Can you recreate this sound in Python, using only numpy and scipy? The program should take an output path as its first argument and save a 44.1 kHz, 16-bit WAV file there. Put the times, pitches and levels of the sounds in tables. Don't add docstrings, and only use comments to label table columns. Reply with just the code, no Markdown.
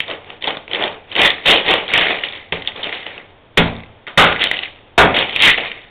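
import sys
import numpy as np
from scipy import signal
from scipy.fft import irfft
from scipy.io import wavfile
from scipy.ndimage import uniform_filter1d

SR = 44100
rng = np.random.default_rng(int(sys.argv[2]) if len(sys.argv) > 2 else 0)


def int16_out(signal):
    q = np.round(np.clip(np.atleast_2d(signal).T, -1, 1) * 32767)
    wavfile.write(sys.argv[1], SR, q.astype(np.int16))


N = 260190


def gain_of(db):
    return 10 ** (np.asarray(db) / 20)


def evened(x):
    return x / np.sqrt(np.mean(x ** 2) + 1e-20)


def read(points, hz):
    f, value = np.transpose(points)
    return np.interp(np.log(hz + 1), np.log(f + 1), value)


def add(mix, s, sound):
    part = mix[round(s * SR):][:len(sound)]
    part += sound[:len(part)]


def colour(x, points):
    level_db = np.maximum(read(points, abs(np.fft.fftfreq(8192, 1 / SR))), -90)
    log_gain = np.log(gain_of(level_db))
    phase = -signal.hilbert(log_gain).imag
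    taps = np.fft.ifft(np.exp(log_gain + 1j * phase)).real[:3000]
    return signal.oaconvolve(x, taps / np.linalg.norm(taps))[:len(x)]


ONSET_DB = -16.5
SETTLE_DB, SETTLE_DB_PER_S = -16, 75.5


def pressure(t, rise, hold, release_db):
    after = np.maximum(t - rise - hold, 0)
    release = gain_of(-release_db * after) ** 2
    settling = gain_of(SETTLE_DB - SETTLE_DB_PER_S * after) ** 2
    onset = gain_of(ONSET_DB * np.maximum(1 - t / max(rise, .001), 0)) ** 2
    return onset * (release + settling)


# (start [s], rise [s], hold [s], relative grit level [dB],
# relative sole scrape level [dB], grit release [dB/s], commonest ring frequency [Hz])
PRESSES = [ (0.002, 0.0029, 0.033, -34, -41, 190, 2820), (0.07, 0.032, 0.0041, -27, -23.5, 240.5, 2700),
           (0.22, 0.075, 0.0044, -39, -37.5, 159, 2690), (0.41, 0.039, .005, -23.5, -29.5, 203, 2900),
           (0.468, 0.0077, 0.0026, -21.5, -18, 277, 3020), (0.692, 0.063, 0.0025, -22.5, -22.5, 358, 2580),
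           (0.759, 0.049, 0.047, -23, -21, 199, 2580), (1.072, 0.051, 0.029, -33.5, -37.5, 103, 2930),
           (1.152, 0.0037, .02, -25.5, -24, 302, 2900), (1.158, 0.036, 0.021, -10, -16, 256, 2490),
           (1.228, 0.021, .005, -7.5, -19, 221, 1850), (1.424, 0.027, .01, -26, -34, 204, 2550),
           (1.453, 0.0054, 0.019, -8.5, -23, 300, 3080), (1.471, 0.026, 0.021, -4, -12, 214, 2840),
           (1.646, 0.061, 0.003, -9, -12.5, 196, 2730), (1.875, .014, 0.049, -22, -30.5, 199, 2420),
           (1.92, 0.025, 0.067, -12, -21.5, 92, 2330), (2.075, .015, 0.0022, -18.5, -23, 162, 2370),
           (2.225, .01, .005, -23.5, -36, 165.5, 2630), (2.317, 0.023, 0.033, -32.5, -43.5, 151, 2100),
           (2.523, 0.0034, 0.0033, -20, -24, 234.5, 2200), (2.646, 0.0033, 0.0043, -32.5, -42, 297.5, 2860),
           (2.675, 0.0055, 0.0022, -23, -26.5, 598, 2800), (2.75, 0.01, 0.035, -32.5, -32, 197, 3010),
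           (2.827, 0.0033, 0.0025, -23, -33.5, 398, 3000), (2.846, .01, 0.017, -26, -28.5, 199, 2600),
           (2.919, 0.0038, .005, -24, -35.5, 93, 2190), (3.061, 0.0086, 0.0046, -30, -38, 110, 2100),
           (3.157, 0.0094, 0.0043, -54, -36, 214, 2480), (3.571, 0.0028, 0.0051, -15.5, -15, 150, 2360),
           (4.066, .012, 0.0084, -32, -34.5, 252, 2160), (4.174, 0.0034, 0.015, -4, -8.5, 151, 2220),
           (4.381, 0.0116, .01, -24, -29.5, 197, 2350), (4.402, 0.0016, 0.054, -16.5, -33.5, 208, 2840),
           (4.525, 0.0026, 0.0063, -23.5, -30, 404, 2700), (4.541, 0.0027, 0.0087, -24, -47, 500, 2520),
           (4.565, .003, 0.0076, -31, -35.5, 152, 3060), (4.618, 0.0064, .005, -25.5, -41, 250, 2480),
           (4.978, 0.0055, 0.0058, -11.5, -4.5, 165.5, 1930), (5.139, 0.0035, 0.067, -14, -22, 223, 2640),
           (5.255, 0.098, 0.044, -21, -34, 200, 2700), (5.392, 0.042, 0.032, -3.5, -31, 397, 2590),
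           (5.457, 0.013, 0.031, -3.5, -34, 399, 1900), (5.56, 0.02, 0.0087, -20.5, -25.5, 143, 2520)]
# (frequency [Hz], relative level [dB])
GLASS_SPECTRUM = [(590, -13.5), (1000, -25), (1610, -14), (1910, 4.5), (2720, -1), (3070, 3), (3540, 0.5),
                  (3900, 3), (5070, -85), (8580, -120)]
# (frequency [Hz], relative level [dB])
SOLE_SPECTRUM = [(20, -59.5), (50, -32), (100, -11), (200, -2), (320, 0), (450, 6), (800, 2.5), (1300, -4),
                 (2500, -7), (4000, -32.5)]
SOLE_RELEASE = 0.78
GRAINS_PER_S = 4000
RING_KINDS = 24


def grind():
    t = np.arange(SR // 2) / SR
    grit, sole, log_hz = np.full((3, N), 1e-12)
    for s, rise, hold, grit_db, sole_db, release_db, hz in PRESSES:
        power = gain_of(grit_db) ** 2 * pressure(t, rise, hold, release_db)
        add(grit, s, power)
        add(log_hz, s, power * np.log(hz))
        scrape = pressure(t, rise, hold, SOLE_RELEASE * release_db)
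        add(sole, s, gain_of(sole_db) ** 2 * scrape)
    common_log_hz = log_hz / grit

    clumps = gain_of(1.38 * evened(uniform_filter1d(rng.standard_normal(N), 300)))
    share = np.clip(GRAINS_PER_S / SR, 1e-4, 1)
    size = gain_of(2.47 * np.minimum(rng.exponential(1, N), 5)) * rng.choice([-1, 1], N)
    breaks = rng.random(N) < share
    grains = size * breaks / np.sqrt(share) * clumps

    kind = rng.integers(0, RING_KINDS, N)
    t = t[:600]
    rings = np.zeros(N)
    for k, hz in enumerate(np.geomspace(1100, 3900, RING_KINDS)):
        fade = gain_of(read(GLASS_SPECTRUM, hz) - 60 * t * hz / 35.2)
        ring = fade * np.sin(2 * np.pi * hz * t) * hz / 25000.0
        favoured = gain_of(5.9 * np.exp(-((np.log(hz) - common_log_hz) / 0.22) ** 2))
        struck = np.sqrt(grit) * favoured * grains * (kind == k)
        rings += signal.oaconvolve(struck, ring)[:N]

    grainy = evened(colour(grains, SOLE_SPECTRUM))
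    smooth = 0.93 * colour(rng.standard_normal(N), SOLE_SPECTRUM)
    return rings + np.sqrt(sole) * evened(grainy + smooth)


# (time [s], relative level [dB], sole knock relative to it [dB], ring [Hz])
SHARD_SNAPS = [(0.0808, -9, -16, 3570), (0.101, -7.5, -8, 2940), (0.1126, -10.5, 5, 2700),
               (0.245, -25.5, -10, 2160), (0.3022, -13.5, 3.5, 2700), (0.4237, -7, -15, 3470),
               (0.4416, -2.5, -21, 3100), (0.4599, -16.5, 3.5, 2310), (0.473, -3, -21, 3320),
               (0.478, -3, -21, 3740), (0.506, -6.5, -28, 2180), (0.5697, -11.5, 14.5, 3580),
               (0.6792, -15, 6, 2280), (0.7133, -6, -19, 3090), (0.7334, 0, -4, 3220),
               (0.7478, -2, -17.5, 3100), (0.7575, -4.5, -5, 2300), (0.796, -12, 3.5, 2410),
               (0.824, -5.5, 1.5, 3300), (0.8385, 1.5, -16, 3410), (0.8785, -8.5, -21, 2800),
               (1.1167, -10.5, -30, 2980), (1.1258, -12, -31, 2580), (1.1532, -0.5, -20.5, 3040),
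               (1.1636, 5.5, -18, 2790), (1.1826, 0, 2.5, 3360), (1.196, -0.5, -18, 3120),
               (1.2173, 9.5, -6.5, 2890), (1.2365, -12.5, -17, 2310), (1.248, 10.5, -23, 1965),
               (1.257, 9.5, -5, 1940), (1.277, 5.5, -21, 3200), (1.3039, 5.5, -18, 3520),
               (1.4626, 2.5, -33, 3800), (1.485, 6.5, -20.5, 2800), (1.4936, 6.5, -34, 2740),
               (1.5628, -1.5, -10, 3520), (1.6462, -10.5, -9, 2450), (1.6636, -11.5, -13, 2550),
               (1.6816, -2.5, -11, 3390), (1.6894, 2, -14, 2480), (1.697, -2, -12, 2630),
               (1.7387, 9, 0, 2425), (1.8803, -7, -22, 3300), (1.9175, -9, -4, 1490),
               (1.937, 10.5, -21, 2280), (1.9776, 3, -31, 2895), (2.0115, 1, -23.5, 3585),
               (2.0472, -9, -15, 2330), (2.0847, -11, -19, 2210), (2.1171, -10, -5, 3580),
               (2.1665, -23.5, -8, 2190), (2.2362, -3, -22, 1980), (2.2378, 1, -27, 2980),
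               (2.249, -9, -19, 3300), (2.2865, -8.5, -12.5, 3560), (2.3241, -14, -23, 3830),
               (2.3522, -18.5, -1, 3330), (2.362, -19.5, -22, 2100), (2.5243, 1, -2.5, 2060),
               (2.6217, -11, -29, 3220), (2.648, -26, -15, 3500), (2.6745, 1.5, -20, 3423),
               (2.7197, -17, -7, 2100), (2.7621, -13, -7, 3400), (2.7791, -17.5, -6, 2410),
               (2.8335, -3.5, -25, 3550), (2.842, -6, -20, 3000), (2.8714, -17, -7, 1950),
               (2.8926, -10.5, 2, 1940), (2.9263, -6, -28, 2140), (2.969, -18, -12, 2050),
               (3.0031, -23, -21, 1793), (3.0651, -6.5, 3.5, 2890), (3.1789, -14, -5, 2600),
               (3.5741, 19.5, -30, 2070), (3.765, -21, -15, 3600), (3.8038, -22, -15, 2050),
               (3.8352, -20.5, -2, 2140), (4.0682, -15, -19, 2040), (4.075, -13.5, -11, 1970),
               (4.082, -13, -10, 2850), (4.1754, 17.5, -2.5, 1940), (4.2227, 2, -11, 3320),
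               (4.273, 1.5, -15, 2730), (4.3273, -1, -18, 1880), (4.362, -5, -13, 2060),
               (4.3945, -9, -1, 2730), (4.4131, 0, -23, 2080), (4.4191, -1.5, -23, 3150),
               (4.43, 2.5, -23, 2050), (4.4397, 3.5, -21, 3790), (4.4503, -19.5, -31, 2010),
               (4.5136, 6, -8, 1973), (4.541, -6.5, -28, 2040), (4.5695, -5.5, -11, 2730),
               (4.59, -4.5, -11, 2840), (4.6189, -19, -17, 2850), (4.6336, -3.5, -26, 2790),
               (4.6568, -11, -22, 2180), (4.9791, 14, 25, 1790), (5.0888, -11, 0, 1570),
               (5.127, -14, -7, 1540), (5.144, -22, -9, 1880), (5.1655, 0, -14, 1960),
               (5.1887, 6.5, -26, 2890), (5.286, -12, -14, 2850), (5.2954, -8.5, -11, 3380),
               (5.3279, -12, 5, 3000), (5.337, -23, -1, 3100), (5.3617, 6.5, -27, 2620),
               (5.4025, 5.5, -24, 3160), (5.4221, 15.5, -14, 3230), (5.437, 14.5, -27, 2620),
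               (5.5772, -1, -30, 2760), (5.657, -7.5, -10, 2080), (5.7162, -7.5, -28, 2800)]
SNAP_T60_S, RING_T60_S, KNOCK_T60_S = 0.013, 0.009, 0.012


def cracks():
    glass, ring, sole = np.zeros((3, N))
    t = np.arange(2600) / SR
    noise = rng.standard_normal((len(SHARD_SNAPS), 2, len(t)))
    for (s, db, knock_db, hz), (splinter_noise, sole_noise) in zip(SHARD_SNAPS, noise):
        splinter_fade = gain_of(db - 60 * t / SNAP_T60_S) * np.minimum(t / 0.00028, 1)
        click = 1.69 * gain_of(db) * (t == 0)
        add(glass, s, splinter_fade * splinter_noise + click)
        ring_fade = gain_of(db - 60 * t / RING_T60_S) * np.minimum(t / 0.00048, 1)
        add(ring, s, ring_fade * np.sin(2 * np.pi * hz * t))
        knock_fade = gain_of(db + knock_db - 60 * t / KNOCK_T60_S) * np.minimum(t / 0.0038, 1)
        add(sole, s, knock_fade * sole_noise)
    glass = gain_of(-10) * colour(glass, GLASS_SPECTRUM)
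    return glass + gain_of(-1.5) * ring + gain_of(-7) * colour(sole, SOLE_SPECTRUM)


# (time [s], slap level [dB], heel knock level [dB], sole thump level [dB],
# floor boom level [dB], slap t60 [s]), all levels relative
BOOT_BLOWS = [(0.004, 3, -22, -48.5, -51, 0.011), (2.523, -8, -19, -24.5, -28, 0.025),
              (3.574, 4.5, -9, -12.5, -5.5, 0.12), (4.068, -39, -33, -65, -57, 0.15),
              (4.176, 6.5, 1, -12, -10, 0.2), (4.980, 17, 10, 6.5, -8.5, 0.087)]
# (frequency [Hz], relative level [dB], t60 [s])
LOW_MODES = [(80.9, -10, 0.6), (113.5, -16, 0.82), (168.5, -1.5, 0.41), (201, -13.5, 0.29),
             (226.4, -10, 0.58), (271, -9, 0.44), (410, 1, 0.15), (454, -3, 0.2), (515, -12.5, 0.2)]
# (frequency [Hz], relative level [dB])
SLAP_SPECTRUM = [(100, -9), (500, -6.5), (1200, -19), (2200, 10), (3300, 7), (4000, 2)]
# (frequency [Hz], relative level [dB])
HEEL_SPECTRUM = [(300, -31), (700, 1.5), (1000, -1.5), (1500, 5), (2200, -20.5), (4000, -38.5)]
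# (frequency [Hz], relative level [dB])
SHAKE_SPECTRUM = [(15, -2), (35, -6.5), (60, -2.5), (120, -31), (300, -50)]
SHAKE_DB, SHAKE_T60_S = -12.5, 0.5


def stomps():
    slap, knock, thump, boom = np.zeros((4, N))
    t = np.arange(SR // 2) / SR
    noise = rng.standard_normal((len(BOOT_BLOWS), 3, len(t)))
    wander = rng.standard_normal((len(BOOT_BLOWS), len(LOW_MODES), len(t)))
    beats = evened(uniform_filter1d(wander, 900))
    modes = np.array([gain_of(db - 60 * t / t60) * np.sin(2 * np.pi * hz * t) for hz, db, t60 in LOW_MODES])
    shake_fade = gain_of(SHAKE_DB - 60 * t / SHAKE_T60_S)
    for blow, (slap_noise, knock_noise, thump_noise), beat in zip(BOOT_BLOWS, noise, beats):
        s, slap_db, knock_db, thump_db, boom_db, t60 = blow
        add(slap, s, gain_of(slap_db - 60 * t / t60) * slap_noise)
        knock_fade = gain_of(knock_db - 60 * t / (1.86 * t60)) * (1 - np.exp(-t / 0.0038))
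        add(knock, s, knock_fade * knock_noise)
        thump_fade = gain_of(thump_db - 60 * t / (1.95 * t60)) * (1 - np.exp(-t / 0.0018))
        add(thump, s, thump_fade * thump_noise)
        ringing = (modes * (1 + .45 * beat)).sum(0)
        shake = shake_fade * colour(thump_noise, SHAKE_SPECTRUM)
        add(boom, s, gain_of(boom_db) * (1 - np.exp(-t / 0.00071)) * (ringing + shake))
    blows = colour(slap, SLAP_SPECTRUM) + colour(knock, HEEL_SPECTRUM) + colour(thump, SOLE_SPECTRUM)
    return blows, boom


# (frequency [Hz], t60 [s])
ROOM_DECAY = [(60, 0.36), (200, 0.5), (500, 0.29), (1000, 0.33), (1450, 0.22), (2050, 0.21), (2700, 0.26),
              (4000, 0.21)]
ROOM_DB = -11


def room(x):
    taps = np.zeros(SR)
    at = np.arange(200, SR - 10, 10)
    taps[at + rng.integers(0, 10, len(at))] = rng.choice([-1., 1.], len(at))
    hz, t, bands = signal.stft(taps, SR, nperseg=512)
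    fade = gain_of(-60 * t / read(ROOM_DECAY, hz)[:, None])
    tail = signal.istft(bands * fade, SR, nperseg=512)[1]
    return signal.fftconvolve(x, tail / np.linalg.norm(tail))[:N]


# (frequency [Hz], relative level [dB])
HISS_SPECTRUM = [(15, -5.5), (25, -2), (65, -17.5), (85, -1), (103, -1.5), (144, -12.5), (704, -10),
                 (1300, -19), (3360, -22), (3900, -27), (5070, -53.5), (8580, -120)]
HISS_DB = -45.5


def background():
    return gain_of(HISS_DB) * evened(colour(rng.standard_normal(N), HISS_SPECTRUM))


def scene():
    blows, boom = stomps()
    boots = grind() + cracks() + blows
    return (boots + gain_of(ROOM_DB) * room(boots) + boom + background())[None]


# (frequency [Hz], gain [dB])
PLAYBACK_SMOOTHING = [(3000, -1.5), (3700, 1), (4000, -12), (4300, -17.5), (4500, -34), (4650, -65.5),
                      (4800, -110)]
CAMERA_SR, EDGE_HZ = 8000, 16700


def record(dry):
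    count = N * CAMERA_SR // SR
    sampled = np.clip(signal.resample_poly(dry[0], up=80, down=441)[:count], -.72, .72)
    bins = np.arange(N // 2 + 1)
    mirrored = np.fft.fft(sampled)[bins % count] * N / count
    smoothing = gain_of(read(PLAYBACK_SMOOTHING, bins * SR / N))
    played = np.clip(irfft(mirrored * smoothing, N), -.71, .71)
    low_pass = signal.firwin(511, EDGE_HZ, window=("kaiser", 9), fs=SR)
    return signal.oaconvolve(played, low_pass, "same")[None]


dry = scene()
out = record(dry)
int16_out(out)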